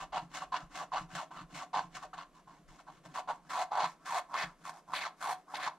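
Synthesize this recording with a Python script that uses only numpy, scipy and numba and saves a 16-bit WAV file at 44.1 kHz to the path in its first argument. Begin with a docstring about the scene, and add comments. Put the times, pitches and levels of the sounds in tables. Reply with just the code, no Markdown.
"""Scratching a coated card

A wooden stylus scrapes the black coating off a card page on a desk, in quick strokes to and fro, in a small room.
In each stroke the tip grazes the page, and often bites into the coating, chattering at a gliding pitch; slips
of the tip and crumbling flakes feed a card ring, a rasp and a fine hiss, with sharp catches on top.
Below lie soft desk thuds and bumps from the hand, a deep rumble that comes and goes, and still air."""
import sys
import numpy as np
from scipy import signal
from scipy.fft import rfft, irfft, next_fast_len
from scipy.io import wavfile
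from scipy.ndimage import uniform_filter1d
from numba import njit

SR = 44100
rng = np.random.default_rng(int(sys.argv[2]) if len(sys.argv) > 2 else 0)


def output_pcm(signal):
    """Save a mono or channel-first signal as 16-bit PCM at the path in sys.argv[1].

    Samples are clipped to [-1, 1] before scaling.
    """
    pcm = np.clip(np.atleast_2d(signal).T, -1, 1) * 32767
    wavfile.write(sys.argv[1], SR, np.round(pcm).astype(np.int16))


N = 254898
TIME = np.arange(N) / SR
# Filters work on a longer, silence-padded stretch, so that tails do not wrap round.
SIZE = next_fast_len(N + SR // 2, real=True) // 2 * 2
HZ = np.arange(SIZE // 2 + 1) * SR / SIZE

# Grazes from one turn of the hand to the next, before the layers' own trims:
# turn_s [s], level_db [dB], brightness_db [dB, added to rasp and hiss]
STROKES = [(-0.03, -73, -0.5), (0.116, -53, 5), (0.29, -53, 4), (0.512, -44.5, -3.5), (0.691, -49.5, 0),
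           (0.91, -43.5, 1), (1.078, -47, 0), (1.303, -49.0, -3), (1.479, -52, 0), (1.726, -48.5, 4),
           (1.897, -55.5, 2.5), (2.126, -54.5, -4.0), (2.3, -69, 2), (2.461, -62.5, 4), (2.66, -83.5, 0.0),
           (2.852, -63.0, 6.5), (3.03, -61.0, 2), (3.269, -57, 5), (3.41, -60.5, 0.5), (3.705, -52.5, 12.5),
           (3.978, -58, -3), (4.276, -41.5, -7.5), (4.569, -63, 6), (4.864, -42.5, -6.5), (5.16, -55.5, 5),
           (5.464, -42, -9)]
# Bites of the tip into the coating, before the layers' own trims:
# start_s, end_s [s], level_db, swell_db (rise from start to end), rasp_db, hiss_db [dB],
# first_hz, middle_hz, last_hz [Hz, chatter pitch at start, middle and end]
BITES = [(-.01,0.038,-42.5,0.5,-10,-16.5,1320,1150,680), (0.12,0.181,-36,8.5,-11.5,-25.5,920,750,840),
         (0.334,0.382,-39.5,1,-10,-15.5,1600,1900,1400), (0.396,.435,-44,7.5,-10.5,-18,1960,1200,650),
         (0.517,0.567,-35.5,4,-12,-28,1130,890,1860), (0.743,0.836,-39.5,-1,-12,-18.5,2710,1550,570),
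         (0.92,.982,-34,1.5,-13,-31,940,760,1330), (1.143,1.233,-39,-8.5,-10.5,-17.5,2570,1200,670),
         (1.307,1.322,-39,-19,-17,-25.5,1070,870,1100), (1.356,1.424,-48,-3,-10.5,-21.5,1320,1200,1200),
         (1.538,1.637,-42.5,0.5,-11,-17.5,2470,2050,690), (1.729,1.794,-32,2,-13,-27.5,1140,810,890),
         (1.941,1.972,-42.5,1,-9,-15,2330,2350,1150), (2.013,2.051,-43.5,2.5,-13.5,-20,1170,1200,520),
         (2.131,2.134,-36.5,5,-15,-25,1400,1400,1400), (2.168,2.229,-46.5,-3.5,-9,-22.5,1270,1330,1000),
         (2.34,2.403,-60.5,-4,-11.5,-16.5,1190,1040,900), (2.467,2.52,-55,-9,-20,-28,900,1030,920),
         (2.675,2.77,-63,-2,-5,-9.5,1510,800,900), (2.781,2.81,-53.5,-3,-9,-15.5,1500,1130,680),
         (2.864,2.895,-49.5,7,-19,-31,970,1000,800), (2.964,2.982,-65,-1,-4.5,-13,1200,1400,990),
         (3.027,3.06,-58,19,-6.5,-12.5,900,440,590), (3.137,3.198,-38.5,5.5,-12,-19.5,1930,1440,670),
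         (3.273,3.31,-33.5,2.5,-16,-28,885,810,900), (3.49,3.628,-35,7.5,-11,-19,1840,880,785),
         (3.707,3.794,-33.5,10,-15.5,-34.5,830,830,880), (3.793,3.858,-31.5,-1,-10,-28,910,780,1060),
         (4.048,4.186,-36.5,12.5,-9.5,-17.5,1840,880,750), (4.33,4.361,-33,-4,-11,-24,1090,880,1300),
         (4.361,4.44,-33.5,0.5,-7.5,-25,2100,1900,1900), (4.638,4.697,-45,7,-8,-15,1420,1040,860),
         (4.727,4.792,-53,-2.5,-12.5,-17,850,740,950), (4.927,5.004,-37,-5,-8.5,-21.5,1260,3800,2000),
         (5.007,5.069,-36,-2.5,-7.5,-26,2900,1900,890), (5.204,5.327,-36,6,-10,-18,1620,850,750),
         (5.535,5.577,-35.5,-3,-14.5,-26.5,2400,4200,2900), (5.584,5.618,-43,0,-5.5,-20,1090,980,1700),
         (5.619,5.681,-34.5,0,-9,-26,2620,2130,860)]


def from_db(db):
    """Turns decibels into a plain gain."""
    return 10 ** (np.asarray(db) / 20)


def rms_one(x):
    """Scales a signal to an average strength (RMS) of 1."""
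    return x / np.sqrt(np.mean(x ** 2) + 1e-20)


def evened(x, span_s):
    """Holds the running level near 1 and keeps the grain that is finer than the span."""
    power = np.mean(np.atleast_2d(x) ** 2, axis=0)
    size = max(int(span_s * SR), 8)
    smooth_power = uniform_filter1d(uniform_filter1d(power, size), size)
    return x / np.sqrt(np.abs(smooth_power) + 1e-12)


def in_time(rows):
    """Joins each column of (time in s, values ...) rows by straight lines."""
    s, *columns = np.transpose(sorted(map(tuple, rows)))
    return [np.interp(TIME, s, column) for column in columns]


def at_hz(points, hz):
    """Reads a curve of (Hz, value) points, with straight lines on a logarithmic pitch scale."""
    f, value = np.transpose(points)
    return np.interp(np.log(hz + 1), np.log(f), value)


def filtered(x, gain):
    """Multiplies each frequency by its gain."""
    return irfft(rfft(x, SIZE) * gain, SIZE)[..., :N]


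def coloured(x, db):
    """Gives each frequency its level with a filter that never sounds early (minimum phase)."""
    cepstrum = irfft(np.log(from_db(db)), SIZE)
    cepstrum[1:SIZE // 2] *= 2
    cepstrum[SIZE // 2 + 1:] = 0
    return filtered(x, np.exp(rfft(cepstrum)))


def spread(pair):
    """Two unrelated signals become left and right, alike in the bass and less so in the treble."""
    # Left-right likeness: pitch_hz [Hz], likeness [0 to 1]
    likeness = [(100, .86), (700, .96), (1400, .95), (3100, .85), (6800, .65), (14000, .45)]
    alike = np.clip(at_hz(likeness, HZ), 0, .999)
    shared = filtered(pair[0], np.sqrt(1 + alike))
    opposed = filtered(pair[1], np.sqrt(1 - alike)) * [[1], [-1]]
    return shared + opposed


def noise(spectrum):
    """Steady stereo noise with the given spectrum and an RMS of 1."""
    return rms_one(coloured(spread(rng.standard_normal((2, N))), at_hz(spectrum, HZ)))


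def still_air():
    """The quiet room's air is a faint steady noise."""
    # Spectrum of the air: pitch_hz [Hz], level_db [relative dB]
    air_spectrum = [(12, -28), (20, -36), (92, -44), (166, -4), (534, -9), (725, -5.5), (811, -34),
                    (1040, -9.5), (1870, -19.5), (5380, -28.5), (6540, -26.5), (12400, -33), (15500, -85)]
    return from_db(-68.5) * noise(air_spectrum)


def rumble():
    """A deep noise swells and sinks below the scraping."""
    # Spectrum of the rumble: pitch_hz [Hz], level_db [relative dB]
    rumble_spectrum = [(12, -7), (30, 31.5), (50, 20), (80, -3), (130, -51)]
    # Rumble over time, before the trim below: time_s [s], level_db [dB]
    rumble_level = [(0.0, -59), (0.42, -71), (0.53, -63), (0.61, -86), (0.64, -55.5), (0.85, -81),
                    (1.01, -53), (1.27, -90), (1.45, -59), (1.72, -88), (1.82, -65), (2.62, -76),
                    (2.7, -54), (2.77, -73), (4.41, -78), (4.46, -60), (4.64, -79), (5.78, -85)]
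    level_db = in_time(rumble_level)[0] - 2.1
    return from_db(level_db) * evened(noise(rumble_spectrum), span_s=0.073)


def thuds(arch):
    """The hand's weight makes the desk thud softly: low noise that swells with each stroke."""
    # Spectrum of the thudding: pitch_hz [Hz], level_db [relative dB]
    thud_spectrum = [(60, -18.5), (105, -31.5), (140, -8.5), (168, 2.5), (205, -17), (300, -2.5),
                     (380, -17.5), (600, -49.5)]
    # Thudding at the height of a stroke: time_s [s], level_db [dB]
    hand_weight = [(0, -60.5), (1.8, -59), (2.35, -69), (3.2, -62), (4.2, -65.5), (5.78, -64.5)]
    share_at_turn = 0.29  # of the gain, which stays while the hand turns
    swell = share_at_turn + (1 - share_at_turn) * arch
    return from_db(in_time(hand_weight)[0]) * swell * evened(noise(thud_spectrum), span_s=0.086)


def bumps(soft_s):
    """The soft edge of the hand sets the desk's low modes ringing."""
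    # Bumps of the hand: time_s [s], level_db [dB, before the modes' own levels]
    hand_bumps = [(0.144, -58), (0.222, -48.5), (0.413, -58), (.625, -51), (0.836, -60), (1.008, -45.5),
                  (1.13, -46.5), (1.408, -48), (1.528, -52.5), (1.761, -52.5), (1.841, -52), (1.952, -56),
                  (2.06, -66), (2.141, -62), (2.467, -62), (2.59, -61), (2.705, -57), (2.974, -62),
                  (3.057, -52), (3.83, -49), (4.435, -47.5), (4.885, -59), (5.661, -60)]
    # Ringing modes of the desk: pitch_hz [Hz], level_db [relative dB], t60_s [s to fall by 60 dB]
    desk_modes = [(71.5, -7.5, 0.11), (147, 4, 0.17), (169.9, 6, 0.21), (311.5, -0.5, 0.13)]
    t = TIME[:SR // 3]
    blows = np.zeros(N)
    for s, db in hand_bumps:
        blows[round(s * SR)] = from_db(db)
    ring = sum(from_db(db - 60 * t / t60) * np.sin(2 * np.pi * hz * t) for hz, db, t60 in desk_modes)
    soft_onset = 1 - np.exp(-t / soft_s)
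    return signal.fftconvolve(blows, ring * soft_onset)[:N]


def desk(arch):
    """Thuds in step with the strokes, the deep rumble and the hand's bumps add up."""
    return thuds(arch) + rumble() + bumps(soft_s=0.011)


def unit_energy(echoes):
    """Scales the echoes of each side to a total energy of 1."""
    return echoes / np.sqrt(np.sum(echoes ** 2, axis=1, keepdims=True))


def room(x, first_s, treble_db):
    """Dense reflections, less alike at the two sides towards the treble, die away quickly."""
    level_db, t60_s = -9, 0.22
    t = TIME[:SR // 2]
    dense = spread(rng.standard_normal((2, N)))[:, :len(t)]
    echoes = unit_energy(dense * from_db(-60 * t / t60_s) * (t > first_s))
    wet = signal.fftconvolve(x, echoes, axes=1)[:, :N]
    return coloured(wet, level_db + at_hz([(1200, 0.011), (6000, treble_db)], HZ))


def glances(x, decay_s, level_db):
    """Treble glances off the desk and the hand within a few milliseconds, which combs it finely."""
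    t = TIME[:SR // 50]
    echoes = unit_energy(rng.standard_normal((2, len(t))) * np.exp(-t / decay_s))
    reflected = signal.fftconvolve(x, echoes, axes=1)[:, :N]
    return x + coloured(reflected, level_db + at_hz([(1200, -18), (4500, 0)], HZ))


def grazes():
    """Each stroke rises and falls in one early-peaking arch; returns it and the gains of ring, rasp and hiss."""
    last_turn_s = 5.793
    skew, steepness = 0.65, 1.93
    rasp_db, hiss_db = -12, -18.5  # beside the card's ring
    turns, level_db, bright_db = np.transpose(STROKES)
    stroke = np.clip(np.searchsorted(turns, TIME, "right") - 1, 0, None)
    length_s = np.diff(turns, append=last_turn_s)
    progress = np.clip((TIME - turns[stroke]) / length_s[stroke], 0, 1)
    arch = np.abs(np.sin(np.pi * progress ** skew)) ** steepness
    layers_db = level_db + np.array([0 * bright_db, bright_db + rasp_db, bright_db + hiss_db])
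    shapes = np.array([arch, arch, arch ** 0.82])  # the hiss has a flatter arch
    return arch, shapes * from_db(layers_db)[:, stroke]


def bites():
    """Each bite sets in quickly, swells or fades evenly and lets go; returns the gains of ring, rasp and hiss."""
    attack_s, release_s = 0.013, .012
    power = np.zeros((3, N))
    for start, end, level_db, swell_db, rasp_db, hiss_db, *_ in BITES:
        near = slice(*np.searchsorted(TIME, [start, end + 10 * release_s]))
        t = TIME[near]
        progress = np.clip((t - start) / (end - start), 0, 1)
        hold = from_db(level_db + swell_db * (progress - .5))
        attack = np.minimum((t - start) / attack_s, 1)
        release = np.exp(-np.maximum(t - end, 0) / release_s)
        gain = hold * attack * release
        power[:, near] += (from_db([[0], [rasp_db], [hiss_db]]) * gain) ** 2
    return np.sqrt(power)


def chatter_pitch():
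    """The chatter has one set pitch at every turn and glides through three pitches in each bite."""
    turn_hz = 780
    points = [(turn, turn_hz) for turn, *_ in STROKES]
    for start, end, *_, first_hz, middle_hz, last_hz in BITES:
        points += [(start, first_hz), ((start + end) / 2, middle_hz), (end, last_hz)]
    return np.exp(in_time([(s, np.log(hz)) for s, hz in points])[0])


def slips(median_gap_s, uneven, size_db):
    """Stick and slip: clicks at uneven gaps, on the whole larger the longer the tip has stuck."""
    draws = rng.standard_normal((6000, 2))
    stuck = np.exp(uneven * draws[:, 0])
    at = (np.cumsum(stuck) * SR * median_gap_s).astype(int)
    size = np.sqrt(stuck) * from_db(size_db * draws[:, 1])
    inside = at < N
    return np.bincount(at[inside], size[inside], N)


def crumbs(slip, burst_s, steady):
    """Countless flakes of coating break off, most strongly just after each slip."""
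    burst = rms_one(signal.lfilter([1], [1, -np.exp(-1 / (burst_s * SR))], slip))
    return rms_one(spread(rng.standard_normal((2, N)) * (steady + burst)))


@njit
def gliding_ring(x, hz, q, sr):
    """A resonance whose centre moves; its gain is 1 at the centre."""
    out, band, low = np.zeros(len(x)), 0., 0.
    for i in range(len(x)):
        g = np.tan(np.pi * hz[i] / sr)
        v = (band + g * (x[i] - low)) / (1 + g * (g + 1 / q))
        band, low = 2 * v - band, low + 2 * g * v
        out[i] = v / q
    return out


def chatter(slip, grit, pitch_hz, grit_share):
    """Slips and flakes keep the tip shaking steadily at a rough, gliding pitch."""
    push = rms_one(signal.lfilter([1, -1], [1, -.98], slip)) + grit_share * grit
    ring = np.array([gliding_ring(side, pitch_hz, q=4., sr=SR) for side in push])
    return evened(ring, span_s=.008)


def catches(rise_s, crack_db, crack_s):
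    """The tip catches and snaps free: a short swell of the card's ring and a crack of breaking coating."""
    # Catches: time_s [s], level_db [dB], pitch_hz [Hz]
    hard_catches = [(0.022, -33.5, 1008), (0.133, -39, 770), (0.337, -51, 1130), (0.421, -33.5, 1130),
                    (0.524, -28, 1040), (0.542, -27, 1010), (0.748, -41.5, 1080), (0.919, -30, 1040),
                    (1.742, -25, 962), (2.131, -39.5, 1250), (2.186, -34, 1056), (3.157, -32.5, 1090),
                    (3.176, -32, 1010), (3.306, -24.5, 953), (3.562, -27, 1010), (3.717, -26.5, 794),
                    (3.786, -26, 935), (3.841, -32.5, 915), (4.356, -23, 1050), (4.653, -45, 1100),
                    (4.935, -24.5, 1056), (5.539, -30.5, 855), (5.675, -22, 1017)]
    out = np.zeros(N + SR)
    t = TIME[:SR // 20]
    lowpass = signal.butter(2, 5000, fs=SR)
    for s, db, hz in hard_catches:
        ring = t / rise_s * np.exp(1 - t / rise_s) * np.sin(2 * np.pi * hz * t)
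        crack = signal.lfilter(*lowpass, rng.standard_normal(len(t))) * np.exp(-t / crack_s)
        at = max(round(s * SR), 0)
        out[at:at + len(t)] += from_db(db) * (ring + from_db(crack_db) * crack)
    return out[:N]


def stylus(graze):
    """The same slips drive card ring, rasp and hiss; a faster chatter brings more rasp and hiss."""
    # Spectra of the card's ring, the rasp, the hiss, the ring near 2.85 kHz and the finer hiss:
    # pitch_hz [Hz], level_db [relative dB]
    card_spectrum = [(200, -34), (400, -14.5), (560, -8), (700, 4.5), (1100, 6.5), (1400, -1.5),
                     (1800, -10.5), (3000, -27.5), (12000, -85)]
    rasp_spectrum = [(910, -26.5), (1410, 4), (1710, 3), (2310, 0.5), (2950, -5), (4350, -4.5), (5500, -4),
                     (7000, -12), (10000, -33), (15400, -63)]
    hiss_spectrum = [(2100, -21.5), (3600, -15), (5200, 13), (6300, 7.5), (7300, 3.5), (8100, -1.5),
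                     (9200, -7), (11200, -14.5), (12700, -17.5), (14100, -18.5), (15400, -31)]
    high_ring_spectrum = [(2400, -15), (2850, -0.5), (3300, -12)]
    finer_hiss_spectrum = [(7500, -22), (9000, -5), (11000, 0), (12500, -1), (14500, -16)]
    # Narrow resonances and gaps of the page lying on the desk: pitch_hz, width_hz [Hz], level_db [dB]
    page_modes = [(749, 16.6, 8), (794.5, 34, -11.5), (770, 20, -3.5), (886, 63, -8.5), (1062, 52, 1.5),
                  (1233, 160, -6), (1329, 16, 4.5), (1421, 20, -12), (1686, 25, 2.5), (1770, 23, 5),
                  (1936, 134, -4.5), (2036, 320, 5), (2533, 82, 4), (2805, 340, -4), (3324, 290, 3.5),
                  (3870, 93, -3), (4670, 160, -6.5)]
    # Early on a ring near 2.85 kHz is strong; later it fades and a finer hiss grows:
    # time_s [s], high_ring_db, finer_hiss_db [dB, beside the grit]
    treble_levels = [(0, 15, -33), (1.8, 9, -23), (3.3, 3, -6), (4.2, -27, 1), (5.3, -22, 10),
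                     (5.55, -25, 5)]
    card_hz = 880  # the card rings most when the chatter passes this pitch

    pitch_hz = chatter_pitch()
    octaves = np.log2(pitch_hz / card_hz)
    contact = np.hypot(graze, bites())
    high_ring_db, finer_hiss_db = in_time(treble_levels)
    page_db = sum(db / (1 + (2 * (HZ - hz) / width) ** 2) for hz, width, db in page_modes)

    slip = slips(median_gap_s=1 / 260, uneven=.65, size_db=3.0)
    grit = crumbs(slip, burst_s=0.0032, steady=1.0)
    shake = chatter(slip, grit, pitch_hz, grit_share=0.66)
    high_ring = from_db(high_ring_db) * coloured(grit, at_hz(high_ring_spectrum, HZ))
    finer_hiss = from_db(finer_hiss_db) * filtered(grit, from_db(at_hz(finer_hiss_spectrum, HZ)))

    # Each layer: source, spectrum, and its trim in dB plus a change in dB per octave of chatter pitch
    layers = [(shake + from_db(6.5) * grit, card_spectrum, -.3 - 4.5 * np.abs(octaves)),
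              (grit + high_ring + from_db(-12) * shake, rasp_spectrum, 1.23 + 3.5 * octaves),
              (grit + finer_hiss, hiss_spectrum, 4.0 + 3 * octaves)]
    scrape = 0
    for gain, (source, spectrum, trim_db) in zip(contact, layers):
        texture = evened(coloured(source, at_hz(spectrum, HZ) + page_db), span_s=0.015)
        scrape = scrape + gain * from_db(trim_db) * texture
    return scrape


def scene():
    """The scraping with its reflections, over the desk's low sounds and the still air."""
    arch, graze = grazes()
    tip = stylus(graze) + catches(rise_s=0.0019, crack_db=-22, crack_s=0.0024)
    scrape = glances(tip, decay_s=0.003, level_db=0.5)
    reflections = room(scrape, first_s=0.0021, treble_db=-6.0)
    return scrape + reflections + desk(arch) + still_air()


def record(dry):
    """The right side leads in phase, the sides differ in tone, and the top is cut above 15.5 kHz."""
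    # Level difference of the sides: pitch_hz [Hz], left_minus_right_db [dB]
    balance = [(100, -.4), (700, 0), (1300, .2), (2400, 2.3), (4400, .8), (8000, -1.3), (15000, -2.5)]
    # Phase by which the right side leads: pitch_hz [Hz], lead_rad [radians]
    right_lead = [(100, 0), (1000, .2), (1700, .4), (2700, .8), (4500, .8), (7000, 1.3), (14000, 1.7)]
    tilt_db = at_hz(balance, HZ) / 2
    left = filtered(dry[0], from_db(tilt_db) * np.exp(-1j * at_hz(right_lead, HZ)))
    right = filtered(dry[1], from_db(-tilt_db))
    top_cut = signal.ellip(12, .1, 80, 15500, fs=SR, output="sos")
    return signal.sosfilt(top_cut, [left, right])


dry = scene()
out = record(dry)
output_pcm(out)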